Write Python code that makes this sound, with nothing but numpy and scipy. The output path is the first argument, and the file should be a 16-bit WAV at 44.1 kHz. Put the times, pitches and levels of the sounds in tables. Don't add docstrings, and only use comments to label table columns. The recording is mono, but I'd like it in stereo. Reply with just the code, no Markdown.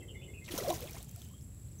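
import sys
import numpy as np
from scipy import signal
from scipy.fft import rfft, irfft, next_fast_len
from scipy.io import wavfile
from scipy.ndimage import uniform_filter1d

SR = 44100
rng = np.random.default_rng(int(sys.argv[2]) if len(sys.argv) > 2 else 0)


def amplitude_ratio(level_db):
    exponent = np.asarray(level_db, float) / 20
    return 10 ** exponent


def dump(signal):
    limited = np.clip(np.atleast_2d(signal).T, -1, 1)
    pcm = np.round(limited * 32767).astype(np.int16)
    wavfile.write(sys.argv[1], SR, pcm)


N = 79380
LAG_S = .00031


def evened(x):
    return x / np.sqrt(np.mean(x ** 2) + 1e-20)


def read(points, hz):
    f, value = np.transpose(points)
    return np.interp(np.log(hz + 1), np.log(f + 1), value)


def follow(points):
    return np.interp(np.arange(N) / SR, *np.transpose(points))


def add(mix, s, sound):
    part = mix[max(round(s * SR), 0):][:len(sound)]
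    part += sound[:len(part)]


def shaped(x, gain):
    size = next_fast_len(x.shape[-1] + 4096)
    return irfft(rfft(x, size) * gain(np.fft.rfftfreq(size, 1 / SR)), size)[..., :x.shape[-1]]


def hump(centre_hz, width_hz):
    return lambda hz: 1 / (1 + (2 * (hz - centre_hz) / width_hz) ** 2)


def delayed(x, lag_s):
    return shaped(x, lambda hz: np.exp(-2j * np.pi * hz * lag_s))


def left_right(points, hz):
    return np.outer([.5, -.5], read(points, hz))


def tail(x, t60):
    t = np.arange(SR // 2) / SR
    taps = rng.standard_normal((2, len(t))) * amplitude_ratio(-60 * t / t60) * np.minimum(t / .002, 1)
    return signal.fftconvolve(x[None], taps / np.linalg.norm(taps[0]), axes=1)[:, :N]


def blip(hz, cycles, climb):
    u = np.arange(round(4 * cycles / hz * SR) + 2) / SR * hz / cycles
    wave = np.sin(2 * np.pi * cycles * u * (1 + climb * u))
    return wave * np.minimum(u * 6, 1) * np.exp(-2 * u)


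def fish():
    # t/s, level/dB, length/s, centre f/Hz
    slaps = [(0.441, -53, .012, 4900), (0.457, -52.5, .012, 4200), (0.477, -41, 0.014, 1910),
             (0.508, -43, .012, 4700), (.51, -56, .008, 12500), (0.545, -51, .008, 13500),
             (0.577, -40, .014, 11700), (0.575, -37, .014, 5340), (0.537, -56, .002, 1260),
             (0.634, -45, .006, 4260), (.700, -37, .006, 4000), (.700, -38, .005, 6740),
             (.701, -45, .004, 14000), (0.736, -46.5, 0.018, 6550), (0.877, -62, .02, 2300)]
    # t/s, peak level/dB, f/Hz
    drops = [(.44, -56, 4500), (0.448, -43, 4450), (.487, -45, 13000), (0.489, -41, 5640),
             (.499, -40, 14100), (.513, -39, 13000), (.521, -33, 3100), (.579, -27, 11500),
             (.579, -32, 5950), (.587, -35, 13500), (.661, -38, 3300), (.726, -31.5, 5960),
             (.734, -31, 11800), (.742, -31, 6550), (0.749, -45, 5960), (.78, -36, 14000),
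             (.786, -43, 8400), (0.802, -39, 11000), (0.807, -45, 2570), (.816, -40, 3500),
             (.823, -39, 5000), (0.841, -37.5, 12000), (.863, -39, 13000), (.874, -36, 3470),
             (.909, -34, 12000), (1.034, -42, 4700), (1.18, -52, 6600), (1.207, -47, 6200),
             (1.218, -42, 6040), (1.249, -44, 6100), (1.42, -52, 6500), (1.685, -54, 4000),
             (1.731, -51, 5100), (.757, -35.5, 4900), (0.806, -28, 13400), (1.411, -45, 5120),
             (.895, -39, 11600), (0.932, -34, 5570), (0.966, -36.5, 8650), (.983, -38.5, 7100),
             (1.005, -46, 3530), (1.028, -31, 8100), (1.045, -38, 7140), (1.088, -41, 11700),
             (1.093, -39, 6300), (1.113, -37, 14900), (1.161, -35.5, 9800), (1.16, -40, 5030),
             (1.218, -42, 3390), (1.246, -42, 13200), (1.286, -44, 9600), (1.318, -49, 13100),
             (1.427, -47.5, 9900)]
    # peak t/s, f/Hz, level/dB, ring/s, climb/(% per ms)
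    gulps = [(0.512, 345, -44.5, 0.014, 0), (0.542, 302, -36, 0.0082, -0.5), (.588, 542, -33, 0.005, -2),
             (0.606, 544, -41, 0.016, -3.2), (.626, 483, -39, 0.01326, 4), (.65, 703, -35.5, 0.011, -1.4),
             (.67, 676, -38.5, 0.014, -0.5), (.68, 513, -35.5, 0.0079, 1.4), (.692, 590, -30, 0.021, 0.4),
             (0.707, 357.3, -36.5, 0.029, -0.5), (.708, 738, -26, 0.00569, -0.5),
             (.73, 703, -42.5, 0.015, 1), (0.827, 490, -45, 0.007, 0), (.842, 551.4, -44.5, .018, 1.0),
             (.948, 684, -48, 0.006, 0.5), (.958, 794, -56, 0.0066, 1)]
    # peak t/s, f/Hz, level/dB, ring/s, climb/(% per ms)
    bubbles = [(0.494, 1880, -34.5, 0.0022, 4), (0.51, 1320, -44, 0.0059, 1),
               (.523, 2460, -53, 0.0037, -2.5), (.576, 1490, -36, 0.0035, 0), (.588, 1480, -29, .003, -4.5),
               (0.603, 1970, -37, 0.0054, 0.7), (0.602, 1335, -39, 0.00384, 3),
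               (0.626, 1357, -37, 0.0046, 4), (0.578, 1040, -36, .004, -1.3), (0.71, 996, -35, 0.0053, 2.6),
               (.708, 2170, -48.5, 0.0032, -7.5), (.713, 1330, -48, 0.006, -5),
               (0.729, 1044, -36, 0.0044, -0.8), (1.178, 714, -61, 0.024, 0),
               (.97, 1030, -47.5, 0.00674, 7), (1.161, 1420, -51.5, 0.0032, 5),
               (1.222, 1385, -57.5, 0.0093, 2.5), (1.339, 1130, -56, .005, 4),
               (.827, 2150, -50, 0.0026, -1), (.844, 1700, -50, .006, 2), (0.863, 1300, -61, 0.0066, 1),
               (0.878, 2700, -50, 0.0032, -1.5), (.885, 1870, -47.5, .005, 2),
               (.897, 2274, -49.5, .005, 1.5), (.958, 1320, -61, .003, .2), (.967, 2036, -51, .005, -.2),
               (.979, 1300, -62, 0.0053, 2), (1.169, 1680, -67, 0.0048, -1), (1.313, 1060, -61, 0.0066, 0),
               (.753, 1780, -46, 0.0033, 2)]
    # f/Hz, level/dB
    shadow = [(100, -1), (700, -1), (1300, 0), (2400, -1), (5000, -3), (8100, -3), (15000, -8)]
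    wide_db, scatter_db, scatter_t60_s = 5.5, -10, .02

    water = spray()
    for s, *row in slaps:
        add(water, s, slap(*row))
    for s, *row in drops:
        add(water, s, drop(*row))
    for row in gulps + bubbles:
        add(water, *bubble(*row))
    wide = amplitude_ratio(wide_db) * np.array([spray(), spray()])
    wide = wide + amplitude_ratio(scatter_db) * tail(water, scatter_t60_s)
    fine = shaped(wide, lambda hz: hz ** 2 / (hz ** 2 + 2500 ** 2))
    both = np.array([delayed(water, LAG_S), water]) + fine
    return shaped(both, lambda hz: amplitude_ratio(left_right(shadow, hz)))


def slap(db, length, hz):
    u = np.arange(round(3 * length * SR)) / SR / length
    noise = rng.standard_normal((2, 4000))[:, :len(u)]
    ragged = noise[0] * amplitude_ratio(1.5 * evened(uniform_filter1d(noise[1], size=40)))
    burst = evened(shaped(ragged, hump(hz, .6 * hz)))
    rise = np.minimum(u / .25, 1)
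    fall = np.exp(-np.maximum(u - .6, 0) ** 2 * 1.5)
    return amplitude_ratio(db) * burst * rise * fall


def bubble(peak, hz, db, ring, climb):
    rise, wobble = .6, .05
    t = np.arange(-2 * rise * ring, 3 * ring, 1 / SR)
    shake = evened(uniform_filter1d(rng.standard_normal(8000), size=150))[:len(t)]
    slide = np.clip(1 + 10 * climb * t / (1 + abs(t) / (2 * ring)), .5, 2)
    pitch = hz * slide * (1 + wobble * shake)
    shape = np.exp(-np.where(t < 0, (t / (rise * ring)) ** 2, abs(t / ring) ** 1.5))
    note = np.sin(2 * np.pi * (np.cumsum(pitch) / SR + rng.random()))
    return peak + t[0], np.sqrt(2) * amplitude_ratio(db) * shape * note


def drop(db, hz):
    ring = blip(hz, 10, 0.02)
    tick = rng.standard_normal(400)[:len(ring)] * np.exp(-np.arange(len(ring[:400])) / SR / 0.0014)
    ring[:400] += 0.35 * np.diff(tick, prepend=0)
    return amplitude_ratio(db) * ring


def spray():
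    # t/s, level/dB
    churn = [
        (.43, -96),
        (.47, -58),
        (.52, -43),
        (.74, -44.5),
        (.9, -51.5),
        (.99, -51.5),
        (1.08, -62),
        (1.24, -56.5),
        (1.45, -77.5),
    ]
    # f/Hz, level/dB per Hz
    spray_tone = [(200, 17), (700, 6), (1700, 4.5), (3000, -5), (5000, -4), (7000, -8), (12000, -11.5),
                  (15500, -10)]
    fizz_per_s, fizz_spread_db, fizz_cycles, wash_db, flicker_db = 4500, 3.6, 6, -5, 2.5
    settle_s, settle_db_per_s = 0.92, -35

    size = amplitude_ratio(fizz_spread_db * np.minimum(rng.exponential(1, N), 3.8))
    size = size * (rng.random(N) < fizz_per_s / SR)
    pitches = np.geomspace(350, 14000, num=32)
    share = np.cumsum(pitches ** .7) / sum(pitches ** .7)
    kind = np.searchsorted(share, (rng.integers(0, 32, N) + rng.random(N)) / 32)
    fizz = np.zeros(N)
    for k, hz in enumerate(pitches):
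        train = signal.oaconvolve(size * (kind == k), blip(hz, fizz_cycles, 0.09))[:N]
        fizz += evened(train) * np.sqrt(hz)
    flicker = amplitude_ratio(flicker_db * evened(shaped(rng.standard_normal(N), hump(0, 55))))
    both = (evened(fizz) + amplitude_ratio(wash_db) * rng.standard_normal(N)) * flicker
    both = evened(shaped(both, lambda hz: amplitude_ratio(read(spray_tone, hz))))
    settled = amplitude_ratio(settle_db_per_s * np.maximum(np.arange(N) / SR - settle_s, 0))
    return (both + (settled - 1) * shaped(both, hump(0, 5200))) * amplitude_ratio(follow(churn))


def birds():
    # start t/s, length/s, first f/Hz, last f/Hz, level/dB
    calls = [(.0, 0.02, 3170, 3150, -56), (0, 0.038, 2760, 2570, -53), (0.014, 0.022, 2236, 1900, -50),
             (0.079, 0.026, 3163, 3054, -49.5), (0.084, 0.042, 3008, 2860, -47),
             (0.141, 0.022, 2273, 2026, -42), (0.21, 0.015, 2346, 2830, -43),
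             (0.216, .052, 2906, 2970, -48), (.278, 0.013, 2190, 2070, -44.5),
             (0.334, 0.011, 2360, 2810, -42), (0.34, 0.031, 2740, 2616, -45.5),
             (0.367, 0.019, 2564, 2504, -41.5), (0.411, 0.022, 2130, 2090, -47.5),
             (0.148, 0.11, 3480, 3470, -63.5), (0.233, 0.04, 3430, 3460, -65),
             (0.283, 0.066, 3480, 3420, -68), (0.365, 0.11, 3445, 3480, -78),
             (1.06, 0.085, 3170, 3294, -71), (1.185, 0.079, 3080, 3050, -67.5),
             (1.235, 0.037, 2950, 3100, -60), (1.277, 0.047, 3050, 3150, -65),
             (1.32, .055, 3150, 3230, -63), (1.373, 0.021, 3185, 3240, -65.5),
             (1.783, 0.017, 6130, 6280, -51)]
    warble, warble_hz, bank_t60_s, bank_db = .028, 190, .3, -9
    song = np.zeros(N)
    for s, length, first_hz, last_hz, db in calls:
        u = np.arange(0, length, 1 / SR) / length
        shake = evened(shaped(rng.standard_normal(SR // 4), hump(warble_hz, warble_hz)))[:len(u)]
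        shake = shake * min(.045 / length, 1)
        depth = warble * min(first_hz / 2800, 3300 / first_hz) ** 3
        hz = (first_hz + (last_hz - first_hz) * u) * (1 + depth * shake)
        whistle = np.sin(np.pi * u) * np.sin(2 * np.pi * np.cumsum(hz) / SR)
        add(song, s, np.sqrt(2) * amplitude_ratio(db) * whistle)
    direct = np.array([delayed(song, 0.00021), song])
    return direct + amplitude_ratio(bank_db) * tail(song, bank_t60_s)


def distance():
    # f/Hz, level/dB per Hz
    rumble = [(28, -34), (52, -5.5), (110, -2), (200, -14.5), (450, -27), (900, -38), (4200, -43.5),
              (15800, -41)]
    # f/Hz, likeness/(0 to 1)
    same_points = [(60, 0.87), (240, 0.74), (950, 0.014), (3770, 0.043), (15000, 0.036)]
    # f/Hz, level/dB
    lean = [(60, -2.5), (950, 1), (15000, -1.5)]
    # t/s, level/dB
    drone = [
        (0, -57.5),
        (.3, -57),
        (.5, -73),
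        (1.8, -97),
    ]
    # f/Hz, width/Hz, level/dB
    insects = [
        (7644, 700, -61.5),
        (11030, 930, -70),
    ]
    rumble_db, steady = -48, .6

    a, b, c, d = rng.standard_normal((4, 2, N))
    same = lambda hz: np.clip(read(same_points, hz), 0, .99)
    right = shaped(a[0], same) + shaped(a[1], lambda hz: np.sqrt(1 - same(hz) ** 2))
    pair = np.array([delayed(a[0], LAG_S), right])
    air = evened(shaped(pair, lambda hz: amplitude_ratio(read(rumble, hz) + left_right(lean, hz))))
    low = shaped(air, lambda hz: 1 / (1 + (hz / 300) ** 4))
    lumps = (uniform_filter1d((low ** 2).mean(0), size=5000) / np.mean(low ** 2)) ** (-steady / 2)
    drift = amplitude_ratio(1.64 * evened(shaped(b[1], hump(0, 1.1))))
    out = amplitude_ratio(rumble_db) * ((air - low) * drift + low * lumps)
    out = out + amplitude_ratio(follow(drone)) * evened(shaped(c + 0.51 * c[::-1], hump(384, 300)))
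    buzz = d * amplitude_ratio(3.1 * evened(shaped(b, hump(0, 150))))
    for hz, width, db in insects:
        out = out + amplitude_ratio(db) * evened(shaped(buzz, hump(hz, width)))
    return out


def scene():
    return fish() + birds() + distance()


def low_pass(x):
    return signal.sosfilt(signal.butter(12, 15840, fs=SR, output="sos"), x)


def record(dry):
    finished = shaped(dry, lambda hz: np.clip((15850 - hz) / 100, 0, 1))
    return low_pass(finished)


dry = scene()
out = record(dry)
dump(out)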